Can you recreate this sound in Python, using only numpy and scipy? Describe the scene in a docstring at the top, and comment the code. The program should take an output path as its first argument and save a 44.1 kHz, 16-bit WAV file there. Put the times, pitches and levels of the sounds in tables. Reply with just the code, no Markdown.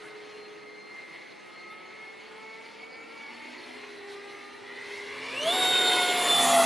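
"""A model jet with an electric ducted fan dives in from far off, opens the throttle and flies low past.
Its fan gives shaft tones, a five-blade whine and rushing air, brighter with nearness and throttle.
The echo off open ground sweeps a comb through the jet, so that each tone fades and returns in turn.
Faint chirps and rustles sound early on, over a steady hiss and rumble; a low drone, perhaps a
propeller model elsewhere in the sky, joins halfway."""
import sys
import numpy as np
from scipy import signal
from scipy.io import wavfile
from scipy.ndimage import uniform_filter1d, map_coordinates

SR = 44100
rng = np.random.default_rng(int(sys.argv[2]) if len(sys.argv) > 2 else 0)


def generate_wav(signal):
    """Clip the signal to [-1, 1] and save it as 16-bit WAV at the path in sys.argv[1]."""
    frames = np.transpose(np.atleast_2d(signal))
    scaled = np.clip(frames, -1, 1) * 32767
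    pcm = np.round(scaled).astype(np.int16)
    wavfile.write(sys.argv[1], SR, pcm)


N = 293265
TIME = np.arange(N) / SR


def from_db(db):
    """Decibels to gain."""
    return 10 ** (np.asarray(db) / 20)


def rms_one(x):
    """Scale to unit rms."""
    return x / np.sqrt(np.mean(x ** 2) + 1e-20)


def in_time(rows):
    """Each column of an automation table at every sample."""
    times, *columns = np.transpose(rows)
    return [np.interp(TIME, times, c) for c in columns]


def envelope(rows):
    """A level curve in dB as a gain at every sample."""
    return from_db(in_time(rows)[0])


def at_hz(rows, hz):
    """Each column of a spectrum table at one frequency."""
    points, *columns = np.transpose(rows)
    return [np.interp(np.log(hz), np.log(points), c) for c in columns]


def swell(peak_s, half_length_s):
    """A bell-shaped fade in and out."""
    return np.exp(-((TIME - peak_s) / half_length_s) ** 2)


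def drift(rate_hz, hop=20, settle=4000):
    """Smooth random modulation of rms 1, changing about `rate_hz` times a second."""
    pole = np.exp(-2 * np.pi * rate_hz * hop / SR)
    white = rng.standard_normal(N // hop + settle + 2)
    slow = signal.lfilter([1], [1, -2 * pole, pole * pole], white)[settle:]
    return np.interp(np.arange(N) / hop, np.arange(len(slow)), rms_one(slow))


def phase_of(hz):
    """Phase of a rotation at a changing speed."""
    return 2 * np.pi * np.cumsum(hz) / SR


def partial(phase, flutter_db, skirt_db, skirt_hz):
    """A tone that flutters in moving air, with a skirt of noise from turbulent inflow."""
    tone = np.sqrt(2) * np.sin(phase + rng.uniform(0, 2 * np.pi))
    flutter = from_db(flutter_db * drift(14.4))
    skirt = drift(skirt_hz) * np.sin(phase) + drift(skirt_hz) * np.cos(phase)
    return tone * flutter + from_db(skirt_db) * skirt


def band_around(phase, half_width_hz):
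    """A noise band of rms 1 that tracks a tone's phase."""
    lowpass = signal.butter(2, half_width_hz, fs=SR, output="sos")
    a, b = signal.sosfilt(lowpass, rng.standard_normal((2, N)))
    return rms_one(a * np.sin(phase) + b * np.cos(phase))


def noise_bands():
    """Third-octave noise bands at 0 dB per Hz, each with its centre frequency."""
    edges = np.geomspace(30, 14000, 28)
    white = rng.standard_normal((2, N)) * np.sqrt(SR / 2)
    for k, (low, high) in enumerate(zip(edges, edges[1:])):
        bandpass = signal.butter(3, [low, high], "band", fs=SR, output="sos")
        yield np.sqrt(low * high), signal.sosfilt(bandpass, white[k % 2])


def noise_bed(level_db=-82, mid_db=-6):
    """A steady hiss and rumble that reaches the two microphones mostly in opposite phase."""
    # tone of the bed: (frequency [Hz], relative density [dB])
    spectrum = [(24, -65), (40, -35), (76, -18), (184, -4), (343, 1), (552, 2), (1240, -8), (1820, -18.5),
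                (2150, -16.5), (3730, -34), (4300, -21), (8000, -32.5), (10200, -32), (12000, -60),
                (15600, -71), (22000, -120)]
    side, mid = [sum(band * from_db(at_hz(spectrum, hz)[0]) for hz, band in noise_bands())
                 for _ in range(2)]
    return from_db(level_db) * (from_db(mid_db) * mid + side * [[1], [-1]])


def chirps_and_rustles():
    """Short swells of noise: narrow bands chirp, wide ones rustle."""
    # probably far-off birds: (time [s], half length [s], pitch [Hz], half width [Hz], level [dB])
    chirps = [(0.055, 0.025, 1460, 64, -50), (0.12, 0.061, 1490, 56, -56), (0.507, 0.007, 3340, 13, -49),
              (1.722, 0.018, 3520, 60, -58)]
    # soft, close rustles: (time [s], half length [s], centre [Hz], half width [Hz], level [dB])
    rustles = [(0.057, 0.04, 8900, 1300, -65.5), (1.72, 0.022, 9800, 1400, -71)]
    return sum(from_db(db) * swell(s, half_s) * band_around(2 * np.pi * hz * TIME, half_hz)
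               for s, half_s, hz, half_hz, db in chirps + rustles)


def drone():
    """One low, slightly unsteady tone that creeps in."""
    # the drone's glide: (time [s], pitch [Hz], level [dB])
    glide = [(2.9, 210.2, -74), (3.45, 244.1, -57), (3.8, 253, -56), (4.1, 248, -65.5), (4.7, 255.3, -61.5),
             (5.0, 257.5, -64), (5.22, 261.5, -55), (5.7, 262, -49), (5.87, 259.6, -51), (6.3, 260, -49),
             (6.45, 256, -39.5), (6.65, 252, -36)]
    hz, db = in_time(glide)
    return from_db(db) * partial(phase_of(hz), flutter_db=2.0, skirt_db=-10.5, skirt_hz=12)


def ground_scatter(jet, scatter_db=-19, above_hz=6500, lag_s=0.012):
    """Rough ground scatters a little treble, which arrives from the sides."""
    treble = signal.sosfilt(signal.butter(4, above_hz, "high", fs=SR, output="sos"), jet)
    return from_db(scatter_db) * np.interp(TIME - lag_s, TIME, treble) * [[1], [-1]]


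def over_ground(jet, bass_share=0.58, bass_hz=900):
    """Direct sound and ground echo form a comb; lows return at any angle, grass blurs the very top."""
    # the bounce, its treble inverted by grass at a grazing angle: (time [s], lag [ms], treble [gain])
    bounce = [(0, 6.52, .33), (.45, 6.38, .36), (1, 6.11, .3), (1.5, 5.74, .4), (2, 5.23, .42),
              (2.5, 4.55, .52), (3, 3.86, .54), (3.5, 3.18, .4), (4, 2.54, -.1), (4.65, 1.95, -.35),
              (5.1, 1.65, -.35), (5.3, 1.59, -.38), (5.5, 1.61, -.42), (5.75, 1.77, -.5), (6, 1.79, -.52),
              (6.3, 1.67, .48), (6.45, 1.61, .58), (6.65, 1.51, .58)]
    lag_ms, treble_share = in_time(bounce)
    echo = map_coordinates(jet, [np.arange(N) - lag_ms * SR / 1000], order=3, mode="mirror")
    bass = signal.lfilter(*signal.butter(1, bass_hz, fs=SR), echo)
    treble = uniform_filter1d(echo - bass, size=3)
    return jet + bass_share * bass + treble_share * treble


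def controller_whistle():
    """The motor sings thinly, likely from its speed controller's switching; higher as the jet turns in."""
    # the whistle's glide: (time [s], pitch [Hz], level [dB])
    glide = [(2.6, 8520, -92), (3.2, 8500, -85), (3.55, 8700, -94), (4.05, 8915, -85), (4.5, 8900, -79),
             (5.0, 8854, -72), (5.2, 8900, -91)]
    hz, db = in_time(glide)
    return from_db(db) * partial(phase_of(hz), flutter_db=1.5, skirt_db=-10, skirt_hz=40)


def rushing_air(throttle, loud_db, abeam, gust_db=0.7, flicker_db=1.56, trim_db=-0.5, swell_hz=2500):
    """Turbulence from exhaust, duct and blade tips: duller from afar, flickering through the air."""
    # close-up rush before EQ: (frequency [Hz], density [dB], loudness slope [dB/dB], change abeam [dB])
    turbulence = [(50, -56.5, 1, -2), (154, -60.5, 1.22, 8.5), (356, -59.5, 0.93, 0.5),
                  (650, -62, 1.27, -0.5), (835, -63.5, 1.02, 12.5), (1950, -63, 1.1049, -0.5),
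                  (3720, -62.5, 1.19, -2), (5520, -71, 1.23, 5), (6960, -77.5, 1.26, 9)]
    # EQ on the rush: (frequency [Hz], part throttle [dB], full throttle [dB])
    colour = [(46, -30, -56), (134.3, -5, -14.5), (219, -5, -9), (369, 2, 1), (580, -1, -5), (750, 3, 1),
              (1540, 0.05, -5), (2020, 6.5, -1), (2650, 3.5, -4), (3410, -0.5, 0.5), (5450, 0, -8.5),
              (8087, -0.5, 2), (10300, -3.5, 0.4), (12800, -22, -9.5)]
    # the hiss swells and lulls in moving air: (time [s], half length [s], treble change [dB])
    swells = [(0.734, 0.13, -4.5), (1.83, 0.17, -3.5), (2.659, 0.04, 3.5), (2.964, 0.13, -5.5),
              (3.724, 0.091, 2.5), (3.96, 0.07, 0.5), (4.116, 0.044, 8.5), (4.396, 0.1, 4.5),
              (4.937, 0.14, 8)]
    gust, out = drift(3.2), np.zeros(N)
    swell_db = sum(db * swell(s, half_s) for s, half_s, db in swells)
    for hz, band in noise_bands():
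        near_db, slope, abeam_db = at_hz(turbulence, hz)
        part_db, full_db = at_hz(colour, hz)
        level_db = trim_db + near_db + slope * loud_db + abeam * abeam_db
        shelf_db = swell_db * hz ** 2 / (hz ** 2 + swell_hz ** 2)
        colour_db = part_db + throttle * (full_db - part_db)
        waver_db = gust_db * gust + flicker_db * drift(12.0)
        out += band * from_db(level_db + shelf_db + colour_db + waver_db)
    return out


def blade_rasp(blade, throttle):
    """Blades chop swirling eddies: rough noise bands just under the whine and around its overtones."""
    # the band under the whine: (time [s], level [dB re jet loudness])
    main_level = [(0.2, -41), (0.95, -32.5), (1.2, -27), (1.5, -34), (1.9, -30.5), (2.35, -43), (2.68, -32),
                  (3.1, -35.5), (3.6, -31), (4.55, -34), (4.95, -24.5), (5.15, -29.5), (5.6, -35.5),
                  (6.4, -40)]
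    # upper bands, re jet loudness: (blade harmonic [number], part throttle [dB], full throttle [dB])
    overtones = [(2, -43, -49.5), (3, -53, -49), (4, -60.5, -78)]
    out = envelope(main_level) * band_around(0.99 * blade, half_width_hz=150)
    out *= from_db(2.5 * drift(13.4))
    for order, part_db, full_db in overtones:
        band = band_around(round(order) * blade, half_width_hz=310)
        level_db = part_db + throttle * (full_db - part_db)
        out += band * from_db(level_db + 4.0 * drift(13.4))
    return out


def shaft_tones(shaft, throttle, abeam):
    """Rotor unbalance sounds the shaft's first three harmonics; unequal blades add weak higher ones."""
    # one fader curve per harmonic: (time [s], level [dB re jet loudness])
    fundamental = [(0.0, -27.5), (0.4, -24), (0.72, -25), (1.1, -37), (1.7, -40), (2.43, -33.5),
                   (2.7, -40.5), (3.1, -33), (3.55, -44), (4.05, -25), (4.18, -28.5), (4.3, -35),
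                   (4.55, -37.5), (5.03, -27), (5.37, -40.5), (5.44, -30), (5.485, -21), (5.525, -33.5),
                   (5.6, -24.5), (5.78, -28.5), (6.0, -22.5), (6.35, -35.5), (6.57, -27.5)]
    second = [(1.2, -48.5), (1.8, -35.5), (2.05, -40), (2.55, -37.5), (2.95, -40.5), (3.25, -35),
              (3.7, -41.5), (4.3, -42.5), (5.45, -40.5), (5.62, -37.5), (6.12, -36), (6.3, -45.5)]
    third = [(0.5, -39.5), (1.15, -46), (1.55, -31), (2.3, -42), (3.05, -38), (3.95, -52), (4.28, -36),
             (4.75, -35.5), (5.1, -56), (5.62, -42.5), (6.0, -36), (6.15, -35.5), (6.3, -41), (6.5, -43)]
    # tones beside the whine, re jet loudness: (shaft harmonic [number], approaching [dB], abeam [dB])
    side_tones = [(4, -43.5, -40.5), (6, -49, -51), (7, -51, -52), (9, -60, -47)]
    out = envelope(fundamental) * partial(shaft, flutter_db=1.5, skirt_db=-13.5, skirt_hz=30)
    for order, curve in [(2, second), (3, third)]:
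        tone = partial(order * shaft, flutter_db=2.5 - 0.94 * throttle, skirt_db=-9, skirt_hz=35.2)
        out += envelope(curve) * tone
    for order, ahead_db, abeam_db in side_tones:
        gain = from_db(ahead_db + np.sqrt(abeam) * (abeam_db - ahead_db))
        out += gain * partial(round(order) * shaft, flutter_db=-1.5, skirt_db=-29, skirt_hz=40)
    return out


def blade_whine(blade, throttle, abeam):
    """Blades passing the vanes beam an uneven whine from the intake, its overtones more smeared."""
    # one fader curve per harmonic, the fourth riding under the third: (time [s], level [dB re jet loudness])
    fundamental = [(0.0, -33), (0.16, -27), (0.3, -38), (0.53, -36), (0.72, -26.5), (0.83, -31),
                   (0.96, -23.5), (1.14, -21), (1.35, -37), (1.75, -28), (1.87, -27.5), (2.02, -21.5),
                   (2.3, -33.5), (2.45, -28), (2.75, -34), (3.0, -28.5), (3.25, -29.5), (3.4, -32),
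                   (3.7, -44), (5.33, -38), (5.38, -19.5), (5.43, -30.5), (5.48, -26.5), (5.6, -26),
                   (6.0, -32.5), (6.16, -43.5), (6.33, -26), (6.43, -24.5), (6.53, -29.5), (6.62, -43)]
    octave = [(0.15, -49), (0.41, -36.5), (0.6, -39), (0.87, -39.5), (1.1, -45), (1.42, -49), (1.6, -39.5),
              (2.3, -46.5), (2.95, -65), (3.3, -45), (4.0, -43), (5.48, -53), (5.56, -41), (5.9, -37),
              (6.2, -44), (6.45, -35.5), (6.65, -44)]
    third = [(0.6, -58), (1.25, -56), (1.8, -63), (3.9, -70), (4.35, -52), (5.1, -62), (5.3, -51),
             (5.45, -48), (5.6, -59), (6.2, -48), (6.45, -42), (6.65, -51)]
    flutter_db = 2.0 - 1.2 * throttle + 1.5 * abeam
    smear_db = 7 * throttle
    out = envelope(fundamental) * partial(blade, flutter_db, skirt_db=-15, skirt_hz=82)
    tone = partial(2 * blade, flutter_db=3.5 - 1.5 * throttle, skirt_db=smear_db - 13, skirt_hz=90.5)
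    out += envelope(octave) * tone
    for order, drop_db in [(3, 0), (4, -8 - 16 * throttle)]:
        tone = partial(order * blade, flutter_db=4.0, skirt_db=smear_db - 6, skirt_hz=130)
        out += envelope(third) * from_db(drop_db) * tone
    return out


def ducted_fan(shaft_hz, throttle, abeam, blades=5, wobble=0.00064):
    """One slightly wavering rotor drives the shaft tones, the whine and the rasp."""
    shaft = phase_of(shaft_hz * (1 + wobble * drift(16.3)))
    blade = blades * shaft
    tones = shaft_tones(shaft, throttle, abeam) + blade_whine(blade, throttle, abeam)
    return tones + blade_rasp(blade, throttle)


def scene(abeam_from_s=6.187, abeam_takes_s=0.32):
    """The jet stays centred; opening the throttle raises the pitch and brings the rush forward."""
    # fan speed as heard, Doppler shift included: (time [s], shaft rate [Hz])
    fan_speed = [(0.0, 420.3), (1.1, 420.3), (1.6, 425), (2.0, 430.7), (2.5, 440.5), (2.8, 447.6),
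                 (3.08, 455.3), (3.2, 454.3), (3.29, 442.7), (3.55, 441.5), (3.7, 420.8), (4.03, 402.8),
                 (5.1, 407), (5.2, 425), (5.28, 455.4), (5.35, 514.3), (5.46, 646.2), (5.545, 743),
                 (5.73, 738), (6.15, 719), (6.34, 701), (6.45, 693.2), (6.65, 669.7)]
    # jet loudness, set by distance and thrust: (time [s], level [dB re nearest point])
    loudness = [(0.0, -23.5), (0.7, -25.5), (2.6, -24), (3.65, -20.5), (4.0, -22.5), (4.7, -22),
                (4.92, -20.5), (5.12, -18.5), (5.35, -12), (5.42, -9.5), (5.48, -4), (5.63, -1),
                (6.08, -1.5), (6.2, -0.5), (6.65, -1)]
    (shaft_hz,), (loud_db,) = in_time(fan_speed), in_time(loudness)
    throttle = np.clip((shaft_hz - 450) / 250, 0, 1)   # 0 part, 1 full
    abeam = np.clip((TIME - abeam_from_s) / abeam_takes_s, 0, 1)   # 0 shows the intake, 1 the exhaust
    fan = from_db(loud_db) * ducted_fan(shaft_hz, throttle, abeam)
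    jet = fan + rushing_air(throttle, loud_db, abeam) + controller_whistle()
    return over_ground(jet) + ground_scatter(jet) + drone() + chirps_and_rustles() + noise_bed()


def record(dry, cutoff_hz=14100):
    """The right microphone has treble resonances of its own; a steep low-pass cuts the top of both."""
    # right-side resonances: (frequency [Hz], width [Hz], added share [gain])
    resonances = [(3660, 85, 0.27), (7000, 590, -0.22), (10300, 650, 0.94)]
    left, right = dry
    peaks = sum(share * signal.lfilter(*signal.iirpeak(hz, hz / width_hz, fs=SR), right)
                for hz, width_hz, share in resonances)
    lowpass = signal.ellip(12, .1, 90, cutoff_hz, fs=SR, output="sos")
    return signal.sosfilt(lowpass, [left, right + peaks])


dry = scene()
out = record(dry)
generate_wav(out)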